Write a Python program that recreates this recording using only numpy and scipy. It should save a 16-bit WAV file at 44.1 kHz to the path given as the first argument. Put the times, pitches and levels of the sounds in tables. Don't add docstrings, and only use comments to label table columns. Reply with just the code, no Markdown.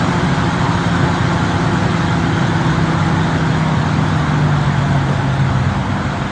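import sys
import numpy as np
from scipy import signal
from scipy.fft import rfft, irfft
from scipy.io import wavfile
from scipy.ndimage import uniform_filter1d

SR = 44100
rng = np.random.default_rng(int(sys.argv[2]) if len(sys.argv) > 2 else 0)


def store_pcm(level_fs):
    pcm = np.round(np.clip(level_fs, -1, 1) * 32767).astype(np.int16)
    wavfile.write(sys.argv[1], SR, np.atleast_2d(pcm).T)


N = 278260
TIME = np.arange(N) / SR
FULL_SPEED_HZ = 173

# (time [s], firing tone loss [dB/s], exhaust rumble loss [dB/s])
EASE = (5.62, 45, 8)


def gain_of(db):
    return 10 ** (np.asarray(db) / 20)


def evened(x):
    return x / np.sqrt(np.mean(x ** 2) + 1e-20)


def curves(rows):
    time_s, *columns = np.transpose(rows)
    return [np.interp(TIME, time_s, column) for column in columns]


def bump(centre_s, height, half_s):
    return height * np.exp(-((TIME - centre_s) / half_s) ** 2)


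def coloured(x, points):
    hz, db = np.transpose(points)
    bins_hz = np.fft.rfftfreq(N, 1 / SR)
    response = gain_of(np.interp(np.log(bins_hz + 1), np.log(hz), db))
    return evened(irfft(rfft(x) * response, N))


def wander(rate_hz):
    bins_hz = np.fft.rfftfreq(N, 1 / SR)
    lowpass = np.exp(-(bins_hz / rate_hz) ** 2)
    return evened(irfft(rfft(rng.standard_normal(N)) * lowpass, N))


def patchy(x, patch_db, wide_hz, long_s):
    size, hop = 1024, 256
    z = signal.stft(x, nperseg=size, noverlap=size - hop)[2]
    bins_wide = max(1, round(wide_hz * size / SR))
    frames_long = max(1, round(long_s * SR / hop))
    field = uniform_filter1d(rng.standard_normal(z.shape), bins_wide, axis=0)
    field = evened(uniform_filter1d(field, frames_long, axis=1))
    patched = signal.istft(z * gain_of(patch_db * field), nperseg=size, noverlap=size - hop)[1]
    return evened(patched[:N])


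def crank(firing_hz, jitter):
    return 2 * np.pi * np.cumsum(firing_hz * (1 + jitter * wander(12.9))) / SR


def tone(phase, db, flutter_db):
    level_db = db + flutter_db * wander(7)
    return np.sqrt(2) * gain_of(level_db) * np.cos(phase + 2 * np.pi * rng.random())


def slowing(firing_hz):
    return np.log2(FULL_SPEED_HZ / firing_hz)


def layer_db(firing_hz, law):
    full_db, loss_db_per_octave, loss_db_per_s = law
    return full_db - loss_db_per_octave * slowing(firing_hz) - loss_db_per_s * TIME


def eased_db(loss_db_per_s):
    return loss_db_per_s * np.maximum(TIME - EASE[0], 0)


def pipe_db(hz):
    # (centre [Hz], half width [Hz], lift [dB])
    resonances = [(132, 4, 2), (146.5, 5, 5), (163, 7, 2.6), (304, 4, 5), (331, 10, 7.5)]
    return sum(db * np.exp(-((hz - centre_hz) / width_hz) ** 2) for centre_hz, width_hz, db in resonances)


def note_levels(firing_hz):
    # (level at full speed before pipe lift [dB], loss per octave of slowing [dB])
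    harmonics = [(-22.4, -5), (-35, 14), (-38.5, 22)]
    octaves = slowing(firing_hz)
    first, *upper = [db - loss_db * octaves + pipe_db(k * firing_hz)
                     for k, (db, loss_db) in enumerate(harmonics, 1)]
    return [first - eased_db(EASE[1]), *upper]


def near_diesel(phase, levels):
    # (multiple of firing rate, level [dB])
    weak_orders = [(4 / 3, -40), (5 / 3, -39), (4, -44), (5, -42), (6, -43), (8, -46), (11, -48)]
    note = sum(tone(k * phase, db, flutter_db=0.7) for k, db in enumerate(levels, 1))
    return note + sum(tone(k * phase, db, flutter_db=2.0) for k, db in weak_orders)


def far_diesel():
    # (time [s], sag of firing rate [Hz], half length [s])
    bites = [(0.432, 12.1, 0.63), (2.089, 7.27, 0.35), (3.438, 8.01, 0.46), (5.15, 12.7, 0.45)]
    multiples = (1, 1.232, 3.685)
    # (level running free before growth [dB], gain per Hz of sag [dB])
    strong_lines = [(-30.5, 0.14), (-39.5, 0.19), (-42, 0.24)]
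    # (time [s], height [dB], half length [s])
    hum_swell = (4.15, 7, 0.46)
    # (multiple of firing rate, level before growth [dB])
    weak_orders = [(1 / 3, -41), (1 / 2, -33), (3 / 2, -41), (2, -46), (5 / 2, -47), (7 / 2, -51)]
    free_hz, growth_db_per_s = 196.7, 0.5

    sag_hz = sum(bump(*bite) for bite in bites)
    note_db, hum_db, whine_db = [db + db_per_hz * sag_hz for db, db_per_hz in strong_lines]
    levels = note_db, hum_db + bump(*hum_swell), whine_db
    phase = crank(free_hz - sag_hz, jitter=0.0024)
    strong = sum(tone(k * phase, db, flutter_db=2.0) for k, db in zip(multiples, levels))
    weak = sum(tone(k * phase, db, flutter_db=2.0) for k, db in weak_orders)
    return gain_of(growth_db_per_s * TIME) * (strong + weak)


def exhaust(firing_hz, rumble_db, drone_db, steadiness=0.082, follow=0.22):
    # (frequency [Hz], density [dB per Hz])
    rumble_spectrum = [(15, -38), (30, -28.5), (42, -23.5), (55, -15), (70, -9), (92, 0), (120, -1.5),
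                       (142, 5), (165, -6), (200, -11.5), (260, -18.5), (500, -60.5)]
    drone_spectrum = [(120, -30), (190, -9.5), (235, -2.5), (275, 1.5), (315, -8), (365, -3), (405, -13.5),
                      (480, -28), (900, -60)]

    rumble = coloured(rng.standard_normal(N), rumble_spectrum)
    power = uniform_filter1d(rumble ** 2, size=6000)
    rumble = evened(rumble / (abs(power) + 0.05) ** steadiness)
    pace = (firing_hz / firing_hz.max()) ** follow
    drone = np.interp(np.cumsum(pace), np.arange(N), coloured(rng.standard_normal(N), drone_spectrum))
    return gain_of(rumble_db + 3.5) * rumble + gain_of(drone_db + 0.04) * drone


def low_rumble():
    # (frequency [Hz], density [dB per Hz])
    low_spectrum = [(15, -24), (35, -14), (55, -1), (70, -0.5), (110, -26), (250, -62.5)]
    # (time [s], level [dB])
    low_levels = [(0, -44), (4.6, -46), (5.2, -39.5), (6.3, -34)]
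    return gain_of(curves(low_levels)[0]) * coloured(rng.standard_normal(N), low_spectrum)


def impeller(phase, roar_db, pulsing=0.12, churn_db=0.27):
    # (frequency [Hz], density [dB per Hz])
    roar_spectrum = [(200, -16), (410, -7.5), (490, -4.5), (560, -4.5), (700, -2), (760, -2.5), (860, 0),
                     (1200, -2.5), (1550, -3.5), (1950, -9), (2200, -12), (2500, -18.5), (4500, -30),
                     (10000, -53)]
    flow = rng.standard_normal(N) * (1 + pulsing * np.cos(phase)) * gain_of(churn_db * wander(19))
    flow = patchy(flow, patch_db=1.28, wide_hz=170, long_s=0.07)
    return gain_of(roar_db - 0.53) * coloured(flow, roar_spectrum)


def steel(roar_db, hits_per_s=45):
    # (frequency [Hz], relative level [dB], t60 [s])
    modes = [(688, -2.5, 0.13), (826, 1, 0.13), (870, 0, 0.26), (943, 0, .25), (1136, -5, 0.14),
             (1383, 0.5, 0.17), (1510, 0, .15), (1603, -2.5, 0.12), (2048, -8.5, 0.089),
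             (3370, -13.5, 0.089)]
    age_s, out = TIME[:SR // 2], np.zeros(N)
    for hz, db, t60_s in modes:
        hits = rng.standard_normal(N) * (rng.random(N) < hits_per_s / SR)
        ring = np.sin(2 * np.pi * hz * age_s) * np.exp(-np.log(1000) * age_s / t60_s)
        out += gain_of(db) * evened(signal.oaconvolve(hits, ring)[:N])
    return gain_of(roar_db - 8.5) * evened(out)


def spray(spray_db, gust_db=0.3, grains_per_s=900, grit=0.3):
    # (frequency [Hz], density [dB per Hz])
    spray_spectrum = [(1500, -26), (2600, -13), (2980, -4), (3180, 0), (3550, -1), (3900, -2), (4500, -6.5),
                      (5200, -10.5), (6000, -11), (6700, -9.5), (8000, -15.5), (9300, -22.5)]
    ticks = rng.standard_normal(N) * (rng.random(N) < grains_per_s / SR)
    stream = rng.standard_normal(N) + grit * evened(ticks)
    stream = stream * gain_of(gust_db * wander(11))
    stream = patchy(stream, patch_db=2.5, wide_hz=170, long_s=0.028)
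    return gain_of(spray_db - 0.48) * coloured(stream, spray_spectrum)


def far_rush(db=-38):
    spectrum = [(200, -11.5), (900, -8.5), (2300, 0.5), (2900, -4.5), (5000, -19), (9000, -33.5)]
    return gain_of(db) * coloured(rng.standard_normal(N), spectrum)


def lump_thud(rise_s=0.0027):
    # (time [s], level before 2 dB trim and envelope [dB], spectral peak [Hz], t60 [s])
    bursts = [(5.058, -24.5, 290, 0.12), (5.087, -20, 424, 0.16), (5.115, -27, 483, 0.37),
              (5.205, -21, 930, .05)]
    out = np.zeros(N)
    for start_s, db, hz, t60_s in bursts:
        age_s = np.maximum(TIME - start_s, 0)
        spectrum = [(hz / 4, -40), (hz / 1.2, -6), (hz, 0), (hz * 1.4, -7), (hz * 6, -40)]
        noise = coloured(rng.standard_normal(N), spectrum)
        envelope = (1 - np.exp(-age_s / rise_s)) * np.exp(-np.log(1000) * age_s / t60_s)
        out += gain_of(db + 2.0) * noise * envelope
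    return out


def scene():
    # (time [s], firing rate [Hz])
    near_speed = [(0.0, 173.4), (0.35, 171.3), (1.5, 171), (2.1, 167.1), (3.0, 163.7), (4.1, 153.9),
                  (4.7, 144.3), (5.2, 136.4), (5.7, 129.8), (6.3, 130.2)]
    # (full-speed level before layer trim [dB], loss per octave of slowing [dB], loss [dB/s])
    rumble_law = (-22.6, -4, .33)
    drone_law = (-24.3, 10, .05)
    roar_law = (-21, 4.2, 0.34)
    spray_law = (-32, 7.9, 0.42)

    firing_hz, = curves(near_speed)
    rumble_db = layer_db(firing_hz, rumble_law) - eased_db(EASE[2])
    drone_db = layer_db(firing_hz, drone_law)
    roar_db = layer_db(firing_hz, roar_law)
    spray_db = layer_db(firing_hz, spray_law)
    phase = crank(firing_hz, jitter=0.002)
    engines = near_diesel(phase, note_levels(firing_hz)) + far_diesel()
    gas = exhaust(firing_hz, rumble_db, drone_db)
    snow = impeller(phase, roar_db) + steel(roar_db) + spray(spray_db) + far_rush() + lump_thud()
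    return (engines + gas + low_rumble() + snow)[None]


def record(dry):
    knee, headroom, edge_hz = 0.5, 0.22, 9200
    over = np.maximum(abs(dry) - knee, 0)
    rounded = dry - np.sign(dry) * (over - headroom * np.tanh(over / headroom))
    lowpass = signal.firwin(511, edge_hz, window=("kaiser", 9), fs=SR)
    return signal.oaconvolve(rounded, lowpass[None], "same")


dry = scene()
out = record(dry)
store_pcm(out)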